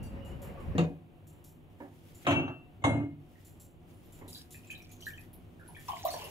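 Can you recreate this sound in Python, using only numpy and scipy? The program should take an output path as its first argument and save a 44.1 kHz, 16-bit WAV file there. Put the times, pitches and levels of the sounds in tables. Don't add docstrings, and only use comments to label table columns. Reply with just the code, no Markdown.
import sys
import numpy as np
from scipy import signal
from scipy.fft import rfft, irfft, next_fast_len
from scipy.io import wavfile
from scipy.ndimage import uniform_filter1d, map_coordinates

SR = 44100
rng = np.random.default_rng(int(sys.argv[2]) if len(sys.argv) > 2 else 0)


def generate_wav(signal):
    frames = np.transpose(np.atleast_2d(signal))
    scaled = np.clip(frames, -1, 1) * 32767
    pcm = np.round(scaled).astype(np.int16)
    wavfile.write(sys.argv[1], SR, pcm)


def undo_db(level):
    steps = np.asarray(level, float) / 20
    return 10 ** steps


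N = 277830

# t/s, peak level/dB
CONTACTS = [
    (0.781, -21.5),
    (2.267, -16),
    (2.8396, -15),
    (2.478, -31),
]
# f/Hz, correlation
ALIKE = [(42, .15), (70, .82), (130, .85), (290, .75), (640, .45), (1410, -.1), (3100, 0), (6000, .8),
         (15000, .85)]


def unit(x):
    return x / np.sqrt(np.mean(x ** 2) + 1e-20)


def along(points, hz):
    f, value = np.transpose(points)
    return np.interp(np.log(hz + 1), np.log(f + 1), value)


def curves(rows):
    s, *columns = np.transpose(rows)
    t = np.arange(N) / SR
    return [undo_db(np.interp(t, s, db, left=-200, right=-200)) for db in columns]


def wobble(rate):
    knots = rng.standard_normal(int(N * rate / SR) + 4)
    return map_coordinates(knots, [np.arange(N) * rate / SR])


def filtered(x, response):
    m = next_fast_len(x.shape[-1] + 8192)
    spectrum = rfft(x, m) * response(np.fft.rfftfreq(m, 1 / SR))
    return irfft(spectrum, m)[..., :x.shape[-1]]


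def modes(peaks, skirt=1):
    def one(f, centre, width):
        damping = 1j * f * width
        return (damping / (centre * centre - f * f + damping)) ** skirt

    return lambda f: sum((-1) ** k * undo_db(db) * one(f, centre, width + 1)
                         for k, (centre, width, db) in enumerate(peaks))


def ports(pair, response, alike, lag=0):
    def mixing(hz):
        angle = np.arccos(np.clip(along(alike, hz), -1, 1)) / 2
        return response(hz) * [np.cos(angle), np.sin(angle)]

    mid, side = filtered(pair, mixing)
    return unit(np.array([np.roll(mid + side, lag), mid - side]))


def rush(spectrum, lumps_db, rate):
    pair = rng.standard_normal((2, N)) * undo_db(lumps_db * wobble(rate))
    return ports(pair, lambda hz: undo_db(along(spectrum, hz)), ALIKE)


def add(out, s, db, grain, t60, wet_db, alike, lag=5):
    t = np.arange(int(SR * np.clip(1.2 * t60, .05, .33))) / SR
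    a, b = rng.standard_normal((2, len(t)))
    angle = np.arccos(np.clip(alike, -1, 1)) / 2
    tail = np.array([np.cos(angle) * a + np.sin(angle) * b, np.cos(angle) * a - np.sin(angle) * b])
    flutter_db = 1.42 * np.interp(t, np.arange(60) * 0.0056, rng.standard_normal(60))
    fall_db = 60 * (t / max(t60, .03)) ** 1.223
    tail *= undo_db(wet_db + flutter_db - fall_db) * np.clip(t / .004, 0, 1)
    tail[:, 0] = 1
    tail[0] = np.roll(tail[0], lag)
    heard = signal.fftconvolve(grain[None] / np.abs(grain).max(), tail, axes=1)
    i = round(s * SR)
    out[:, i:i + heard.shape[1]] += undo_db(db) * heard[:, :out.shape[1] - i]


def rocking(touches, t):
    # rise/s, fall while rocking/(dB/s), fall at rest/(dB/s)
    attack_s = np.array((0.013, 0.0023, 0.0067))[:, None]
    sag = np.array((33.5, 102.5, 157))[:, None]
    release = np.array((183, 193, 248.5))[:, None]
    crack_db = np.array((2, 2.5, 12))[:, None]
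    crack_s = 0.024
    power = 0
    for s, *levels_db, hold in touches:
        age = np.clip(t - s, 0, None)
        fall_db = sag * np.minimum(age, hold) + release * np.clip(age - hold, 0, None)
        fall_db = fall_db - crack_db * np.exp(-age / crack_s)
        gain = undo_db(np.array(levels_db)[:, None] - fall_db) * np.clip(age / attack_s, 0, 1)
        power = power + gain ** 2
    return np.sqrt(power)


def stands():
    # t/s, thud/dB, clatter/dB, rattle/dB, rocking/s
    knocks = [
        [(0.748, -25.5, -43.5, -68, 0.011), (0.78, -26, -31.5, -47.5, 0.064)],
        [(1.802, -47, -47.5, -70.5, .04)],
        [(2.246, -49, -57, -55, .02), (2.267, -27.5, -28.5, -41, 0.14), (2.305, -32.5, -32, -37.5, 0.15),
         (2.477, -39.5, -44, -61, 0.024)],
        [(2.82, -45, -58, -65.5, .02), (2.84, -25.5, -27.5, -35, 0.18), (3.11, -54, -76, -87, 0.12)],
        [(4.21, -51.5, -56.5, -72, 0.072)],
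    ]
    # f/Hz, width/Hz, level/dB
    thuds = [
        [(94.4, 9.2, -2), (167, 24, 2), (278.7, 30, -5.5), (361, 21, -11.5)],
        [(94, 12, -30), (283, 27, 1.5), (362, 43, -6)],
        [(101.4, 31, -1), (135.7, 24, -2), (162.4, 17, -8), (277.5, 34, -1), (355, 5.8, -2.5)],
        [(110.3, 39.5, 5.5), (148.8, 11, 0), (243, 63, -11.5), (287.3, 16, 5), (324, 22, -11)],
        [(98, 26, -13), (296, 390, 9)],
    ]
    # f/Hz, width/Hz, level/dB
    clatters = [
        [(481, 14, 10), (569, 120, 4), (732, 108, 2), (943, 19, -7.5), (1636, 97, -15)],
        [(560, 18, -4.5), (790, 43, -9), (914, 33, -6), (1070, 15, -19), (1710, 130, -18.5)],
        [(569, 24, -1), (655, 28, 4), (893, 77, -4.5), (1040, 6.2, -4.5), (1156, 91, -8.5), (1289, 29, -2.5),
         (1580, 25, -11)],
        [(520, 205, 0), (590, 48, -13), (662, 54, 7), (797, 21, 1.5), (905, 156, -1), (1166, 10, -3.5),
         (1640, 49, -9)],
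        [(903, 200, -8), (1860, 70, -15)],
    ]
    # f/Hz, width/Hz, level/dB
    rattles = [
        [(2180, 950, 7), (2860, 730, -2.5), (4260, 790, -7), (6400, 2700, -13.5), (9800, 1800, -24),
         (12600, 3800, -22.5)],
        [(2220, 160, 0)],
        [(2020, 1370, 2), (3050, 2200, -5), (6700, 410, -18), (12000, 4300, -28.5)],
        [(2132, 74, 6.5), (3330, 800, -15.5), (6800, 2000, -27)],
        [(2120, 180, 0)],
    ]
    knock_pan = (0.5, -3.5, 0.2, 0.3, -1.5)
    # f/Hz, correlation
    knock_alike = [(25, .3), (60, .78), (130, .9), (300, .95), (700, .85), (1500, .75), (3000, .75),
                   (8000, .8)]
    # f/Hz, level/dB
    dull_band = [(4100, -0.5), (4700, -10), (5500, -6), (6000, 0.5)]
    # f/Hz, width/Hz, level/dB
    cracks = [
        [(1270, 520, 7), (2750, 680, 7.5), (3830, 910, -6), (4500, 620, -5), (6700, 1500, -8.5),
         (10000, 1300, -25), (13000, 3500, -28)],
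        [(1100, 380, 13), (2600, 2100, -7), (4030, 640, -15), (7000, 2300, -28)],
        [(1100, 620, 1.5), (2360, 960, -11), (3880, 410, -19), (7060, 2000, -33)],
        [(700, 370, 4), (1300, 600, -6), (2600, 1000, -18)],
    ]

    out, size = np.zeros((2, N)), SR // 2
    for touches, pan_db, *bodies in zip(knocks, knock_pan, thuds, clatters, rattles):
        i = round(touches[0][0] * SR)
        on_counter = i > SR
        pan = undo_db([[pan_db / 2], [-pan_db / 2]])
        gains = rocking(touches, (i + np.arange(size)) / SR)
        for gain, body, bed_db in zip(gains, bodies, (-12, -9, -30)):
            chatter = rng.standard_normal((2, SR)) * undo_db(1.6 * rng.exponential(size=(2, SR)))
            wide = [(hz, hz * 0.5, bed_db + db) for hz, _, db in body]
            sound = ports(chatter, modes(body + wide, skirt=2.35), knock_alike, lag=8)[:, -size:]
            power = uniform_filter1d(np.mean(sound ** 2, 0), 1800)
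            steady = np.sqrt(np.abs(power) + 0.11)
            dulled = filtered(sound, lambda hz: undo_db(along(dull_band, hz) * on_counter))
            out[:, i:i + size] += pan * gain * dulled / steady

    t = np.arange(300) / SR
    for (s, db), colour in zip(CONTACTS, cracks):
        burst = rng.standard_normal(len(t)) * undo_db(-60 * t / 0.011)
        crack = filtered(burst, modes(colour, skirt=2.06))
        add(out, s, db - 3, crack, t60=.17, wet_db=-29, alike=.6, lag=12)
    return out


def iron():
    # t/s, level/dB, weak high modes/dB
    strikes = [
        (0.033, -65, -62),
        (0.781, -45, -42),
        (2.268, -32.5, -35.5),
        (2.358, -29.5, -60),
        (2.84, -43.5, -21),
    ]
    # f/Hz, level/dB, t60/s
    irons = [
        [(4620, 2, .22), (5900, -3, .2), (7700, -4, .3), (9100, 0, .15)],
        [(2492, -7, .3), (2700, 3, .1), (2859, -4, .14), (3661, -8, .2), (4177, -10, .09), (4650, -14, .06),
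         (6450, -20, .08), (7800, -24, .1)],
        [(2288, -6, .42), (2525, -8, .4), (2697, 0, .3), (2869, -8, .5), (3128, -7, .4), (3321, -9, .35),
         (3020, -10, .3), (5814, -26, .12), (6169, -19, .36), (7305, -18, .2), (8204, -27, .3), (8952, -23, .1),
         (10700, -48, .5)],
        [(2697, 0, .16), (2699, -8, .48)],
        [(2143, 5, .44), (2129, -1, .46), (2180, -6, .4), (3052, -12, .3), (3321, -12, .36), (2503, -14, .5),
         (2681, -6, .36), (2864, -11, .5), (3666, -16, .3), (3994, -13, .4), (5835, -15, .18), (6121, -15, .25),
         (6934, -14, .3), (7720, -16, .36), (8877, -19, .2), (9539, -18, .16)],
    ]
    out, t = np.zeros((2, N)), np.arange(SR // 2) / SR
    late_s = np.array([[5 / SR], [0]])
    for (s, db, crowd_db), partials in zip(strikes, irons):
        crowd = [(5700 + 4600 * a, crowd_db + 6 * b, 0.049 + 0.35 * c ** 3)
                 for a, b, c in rng.random((26, 3)) if crowd_db > -50]
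        for hz, level_db, t60 in partials + crowd:
            knots = np.meshgrid(np.arange(4), t * 58, indexing="ij")
            waver = map_coordinates(rng.standard_normal((4, 30)), knots)
            height = (hz / 5500) ** 2
            tone = np.sin(2 * np.pi * hz * (t - late_s) + (.3 + height) * waver[2:])
            swell_db = db + level_db + (1.5 + 1.1 * height) * waver[:2] - 60 * (t / t60) ** 1.5
            swell = undo_db(swell_db) * (1 - np.exp(-t / .003))
            out[:, round(s * SR):][:, :len(t)] += swell * tone
    return out * undo_db([[1.5], [-1.5]])


def counter():
    # t/s, f/Hz, level/dB, t60/s
    slab_notes = [
        (0.784, 172.1, -35.5, 0.3),
        (0.784, 340, -29.5, 0.13),
        (2.295, 278.4, -27, .25),
        (2.272, 709, -30, 0.15),
        (2.272, 1040, -32.5, 0.1),
        (2.272, 358, -40.5, 0.22),
        (2.845, 286, -30, 0.48),
        (2.845, 602, -42, 0.23),
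        (3.106, 147, -47, 0.45),
    ]
    out, t = np.zeros((2, N)), np.arange(SR // 2) / SR
    for s, hz, db, t60 in slab_notes:
        knots = np.meshgrid(np.arange(3), t * 45, indexing="ij")
        waver = map_coordinates(rng.standard_normal((3, 30)), knots)
        swell = undo_db(db + 2.8 * waver[0] - 60 * (t / t60) ** 2) * (1 - np.exp(-t / 0.0047))
        out[:, round(s * SR):][:, :len(t)] += swell * np.sin(2 * np.pi * hz * t + 0.32 * waver[1:])
    return out


def bubble(hz, turns):
    age = np.arange(int(turns * SR / hz)) * hz / SR / turns
    phase = 2 * np.pi * turns * (.95 * age + .06 * age ** 2)
    return np.sin(phase) * np.sin(np.pi * age ** .8) ** 2


def bubbles():
    # t/s, peak level/dB, f/Hz, echo t60/s
    plops = [(5.689, -52.5, 910, 0.31), (5.883, -43, 1100, 0.12), (5.888, -30, 1025, 0.21),
             (5.893, -38.5, 806, 0.22), (5.936, -35, 1014, 0.12), (5.932, -40.5, 725, 0.23),
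             (5.969, -44.5, 990, 0.25), (6.04, -40, 784, .1), (6.0515, -23, 672, 0.13),
             (6.057, -29.5, 1036, 0.12), (6.072, -42, 1150, 0.13), (6.078, -38, 680, 0.32),
             (6.088, -35, 693, 0.13), (6.104, -39, 655, 0.18), (6.112, -45, 1060, .25),
             (6.128, -37.5, 694, .2), (6.142, -35, 623, 0.16), (6.158, -46, 680, 0.11),
             (6.143, -38.5, 950, 0.3), (6.19, -43, 850, .3), (6.218, -42.5, 1030, 0.26),
             (6.235, -45.5, 590, 0.27), (6.27, -48.5, 840, 0.28), (6.14, -46, 473, .2), (6.2, -50, 442, .3),
             (6.245, -49.5, 418, .3)]
    # t/s, peak level/dB, f/Hz, echo t60/s
    blips = [(3.3558, -60, 1900, 0.43), (4.361, -56.5, 1640, 0.31), (4.5456, -50, 1860, 0.16),
             (4.6982, -52.5, 1730, 0.34), (5.0684, -32, 1720, 0.22), (5.178, -50, 1830, 0.26),
             (5.597, -54.5, 1660, 0.4), (5.614, -52.5, 1450, 0.34), (5.7664, -43.5, 1814, 0.23),
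             (6.096, -55, 1750, 0.11), (6.1398, -44.5, 1690, 0.1), (6.2, -54, 1700, 0.18)]
    # t/s, peak level/dB, f/Hz, echo t60/s
    pings = [(4.5455, -48.5, 2500, 0.22), (4.6453, -53.5, 2550, 0.63), (4.7026, -36, 2490, 0.24),
             (4.708, -46, 3080, 0.28), (4.803, -48, 2410, 0.21), (4.897, -57, 2380, 0.21),
             (5.024, -44, 3050, 0.14), (5.106, -51, 2330, 0.091), (5.1362, -48.5, 3060, 0.16),
             (5.1809, -46, 2500, .14), (5.749, -48, 2330, .25), (5.884, -46, 2620, 0.09),
             (5.893, -46, 3000, 0.19), (5.912, -58, 2280, 0.09), (5.92, -42, 3050, 0.24),
             (6.176, -59, 2330, 0.065), (6.195, -54, 2230, .1), (6.195, -45, 3100, 0.23),
             (6.2184, -43, 2790, .2), (6.247, -44, 2830, .2)]
    # t/s, peak level/dB, f/Hz, echo t60/s
    tinks = [(4.2821, -50, 3900, .2), (4.33, -43, 4900, 0.12), (4.349, -42, 3880, .2),
             (4.357, -50, 3370, .15), (4.355, -43, 4650, 0.17), (4.383, -48, 5070, 0.15),
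             (4.406, -62, 3760, 0.091), (4.7523, -45.5, 3830, 0.16), (5.03, -52, 4500, .12),
             (5.059, -45.5, 4020, 0.11), (5.755, -52, 3290, .3), (5.99, -47, 3830, .15),
             (6.0523, -41, 3900, .15), (6.0842, -39, 5900, 0.17), (6.087, -42, 3800, 0.089),
             (6.1042, -37, 4420, .25), (6.127, -42, 4500, 0.19)]
    # t/s, peak level/dB, f/Hz, echo t60/s
    grips = [
        (.55, -53, 690, 0.079),
        (.575, -51.5, 1140, 0.21),
        (.61, -53, 1090, 0.18),
        (.715, -57, 1080, 0.11),
        (.722, -62, 2680, 0.15),
        (.755, -49, 1860, 0.12),
        (.756, -65, 5750, 0.089),
    ]
    # start t/s, length/s, level/dB, lowest f/Hz, drops
    swarms = [
        (4.29, .14, -58, 3000, 30),
        (4.5, .75, -63, 2600, 60),
        (5.88, .41, -53, 2000, 130),
    ]

    out = np.zeros((2, N))
    for table, turns in ((plops, 9), (blips, 12), (pings, 18), (tinks, 22), (grips, 16)):
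        for s, db, hz, t60 in table:
            start = s - 0.2526 * turns / hz
            add(out, start, db, bubble(hz, turns), t60, wet_db=-26.5, alike=0.24)
    for start, length, db, low_hz, count in swarms:
        for when, pitch, size, life in rng.random((int(count), 4)):
            grain = bubble(low_hz * 3.5 ** pitch, 2 + 8 * life)
            level_db = db + 12 * size ** 2 + 3 * when
            add(out, start + length * when, level_db, grain, t60=.05, wet_db=-30, alike=.4)
    return out


def echo_s(db):
    return 0.3 * undo_db(-0.14 * (db + 40))


def ticks():
    # t/s, peak level/dB, f/Hz
    tap_drops = [
        (0.03, -46.5, 10800),
        (0.25, -45, 7100),
        (0.419, -39.5, 12500),
        (0.5997, -53, 9000),
        (1.2706, -46, 7160),
        (1.442, -41, 12000),
        (2.148, -42.5, 7150),
        (3.449, -42.5, 7200),
        (3.5993, -41, 7500),
        (4.124, -43.5, 7250),
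    ]
    # t/s, peak level/dB, f/Hz, broad part/dB, echo t60/s
    snaps = [(3.94, -56, 10500, 1, 0.34), (4.048, -56, 11800, -7, .15), (4.28, -36.5, 10700, 10, 0.36),
             (4.325, -38, 10800, 9, 0.27), (4.369, -38.5, 10000, 10, 0.16), (4.5077, -36.5, 9800, 10, 0.27),
             (4.526, -39, 7430, 3, 0.19), (4.672, -48, 7270, -10, 0.2), (4.7053, -42, 6600, -5, 0.12),
             (4.71, -38, 10300, 10, 0.14), (4.775, -50, 14000, 0, 0.24), (4.821, -46, 5560, -2, 0.088),
             (4.899, -62, 6300, -18, 0.73), (4.916, -41, 6700, 0, 0.18), (4.917, -44, 11600, 0, 0.079),
             (5.0075, -41.5, 5900, -1, 0.38), (5.06, -38.5, 13800, 0, 0.25), (5.08, -39, 12000, 3, 0.16),
             (5.191, -52, 11600, -10, 0.23), (5.21, -46.5, 10900, 11, 0.055),
             (5.3322, -46.5, 11200, -20, 0.16), (5.333, -48, 13600, -47, .14),
             (5.678, -43, 10570, -30, 0.17), (5.598, -56, 11000, -7, .1), (5.77, -50, 10500, -14, .1),
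             (5.796, -44, 7200, 12, 0.36), (5.857, -42, 10300, 3, 0.17), (5.886, -51, 9000, 6, .25),
             (5.952, -49, 7400, -2, 0.29), (6.053, -27, 14200, -9, 0.095), (6.105, -32.5, 10900, 6, 0.26),
             (6.126, -40, 8340, -20, 0.14), (6.135, -40, 5670, -11, 0.12), (6.243, -36, 11100, -8, 0.091)]
    # f/Hz, level/dB
    snap_colour = [(4000, -68), (5500, 2), (6400, 2), (7300, 9.5), (8700, 0), (9800, 7), (12300, 3),
                   (14500, 6), (15700, -13)]

    out, click = np.zeros((2, N)), signal.unit_impulse(320, 88)
    bright = unit(filtered(click, lambda f: undo_db(along(snap_colour, f))))
    low = unit(filtered(click, modes([(3700, 4100, 0)], skirt=3.1)))
    add(out, 0.029, -42, bright, t60=.1, wet_db=-29, alike=.7, lag=0)

    drops = [(s, db, hz, 8, echo_s(db), -4.5) for s, db, hz in tap_drops]
    drops += [(s, db, hz, broad_db, t60, -6 + 0.49 * broad_db) for s, db, hz, broad_db, t60 in snaps]
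    for s, db, hz, broad_db, t60, low_db in drops:
        ring = unit(filtered(click, modes([(hz, .13 * hz, 0)], skirt=2)))
        grain = undo_db(broad_db) * bright + .7 * ring + undo_db(low_db) * low
        uneven_db = 1.3 * rng.standard_normal(45)
        grain = filtered(grain, lambda f: undo_db(np.interp(f, np.arange(45) * 500, uneven_db)))
        add(out, s - .002, db - 2.16, grain, t60, wet_db=-18.5, alike=0.88 - 0.3 * (s > 6), lag=0)
    return out


def spray():
    # t/s, fizz level/dB
    fizz_levels = [
        [(1.7, -79), (1.8, -74), (2.0, -69.5), (2.26, -63.5)],
        [(3.2, -80), (3.4, -67.5), (3.62, -79)],
        [(3.8, -80), (3.94, -71.5), (4.79, -68), (5.3, -72.5)],
        [(5.3, -81.5), (5.6, -74), (5.87, -63), (5.89, -50.5), (6.04, -58.5), (6.07, -50.5), (6.3, -52)],
    ]
    # f/Hz, level/dB
    fizz_colour = [(710, -67), (1200, -1), (1520, 0.5), (1660, -2), (1990, 2), (2840, 2.5), (3450, 1),
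                   (4190, -3.5), (10700, -5), (15800, -6)]
    fizz_alike = [(2000, 0.035), (8000, 0.37), (13000, 0.84)]  # f/Hz, correlation
    gain = sum(curves(rows)[0] for rows in fizz_levels)
    clumps_db = 2.4 * wobble(30) + 0.75 * wobble(250)
    grains = rng.standard_normal((2, N)) * undo_db(2.53 * rng.exponential(size=N) + clumps_db)
    return gain * ports(grains, lambda hz: undo_db(along(fizz_colour, hz)), fizz_alike)


def squeal():
    # t/s, f/Hz, level/dB
    brake = [
        (0, 2790, -62),
        (.11, 2743, -70),
        (.17, 2720, -79.5),
        (.22, 2900, -65),
        (.35, 2930, -67),
        (.41, 2800, -81),
        (.5, 2680, -92),
    ]
    s, hz, db = np.transpose(brake)
    pitch = np.interp(np.arange(N) / SR, s, hz) + 50 * wobble(120.7)
    gain, = curves(np.transpose([s, db]))
    uneven = undo_db(6.0 * np.array([wobble(41.0), wobble(50.4)]))
    return gain * uneven * np.sin(2 * np.pi * np.cumsum(pitch) / SR)


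def street():
    # t/s, rumble level/dB, traffic hiss level/dB
    passing = [
        (0.0, -40, -53.5),
        (0.314, -47, -53.5),
        (0.54, -41, -52),
        (0.72, -36.5, -53),
               (0.848, -98, -45.5),
    ]
    # f/Hz, level/dB
    rumble_colour = [(15, -46), (25, -3), (60, 2.5), (168, -5), (199, -5), (296, -14), (400, -44),
                     (520, -59), (880, -120)]
    # f/Hz, level/dB
    traffic_colour = [(180, -48), (300, 5), (416, -1), (554, 5), (613, -4.5), (818, -4), (927, -6),
                      (1440, -11.5), (2860, -14.5), (3370, -25), (6000, -36), (7800, -75), (13200, -120)]
    # f/Hz, width/Hz, level/dB
    whines = [(547, 21, 10.5)]
    rumble, traffic = curves(passing)
    motor = ports(rng.standard_normal((2, N)), modes(whines, skirt=2), ALIKE)
    motor = undo_db(-8 + 4 * wobble(14)) * motor
    hiss = rush(traffic_colour, lumps_db=2, rate=18) + motor
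    return rumble * rush(rumble_colour, lumps_db=3, rate=14) + traffic * hiss


def kitchen_air():
    # f/Hz, level/dB
    still_colour = [(13, -112), (22, 0.5), (53, -8), (103, 4), (125, -13.5), (160, -6.5), (248, -16.5),
                    (284, -7), (364, -12), (407, -14.5), (725, -18.5), (1700, -30.5), (2950, -29),
                    (5110, -47.5), (15800, -44.5)]
    # f/Hz, width/Hz, level/dB
    hum_modes = [(98.7, 12.7, -1), (157.7, 40, -3.5), (244.8, 15.6, -3), (347.2, 48, -9.5),
                 (725, 12.4, -10.5)]
    # t/s, level/dB
    air_level = [
        (0.0, -50),
        (0.79, -46.5),
        (0.95, -53),
        (3.68, -53.5),
        (4.21, -51.5),
        (6.3, -50.5),
    ]
    hum = ports(rng.standard_normal((2, N)), modes(hum_modes, skirt=1.88), ALIKE)
    still = rush(still_colour, lumps_db=1.0, rate=9.4) + undo_db(-2.0) * hum
    t = np.arange(N) / SR
    stirred_db = sum(np.exp(-((t - s - .1) / 0.13) ** 2) for s, _ in CONTACTS)
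    return curves(air_level)[0] * undo_db(stirred_db - 4.5) * still


def scene():
    knocked = stands() + iron() + counter()
    water = bubbles() + ticks() + spray()
    return knocked + water + squeal() + street() + kitchen_air()


def low_pass(x):
    return signal.sosfilt(signal.butter(12, 16500, fs=SR, output="sos"), x)


def record(dry):
    # f/Hz, level/dB
    treble_dip = [(7600, 0.5), (8250, -2.5), (8900, 0.5)]
    top_hz = 15700
    mix = filtered(dry, lambda hz: (hz < top_hz) * undo_db(along(treble_dip, hz)))
    return low_pass(mix)


dry = scene()
out = record(dry)
generate_wav(out)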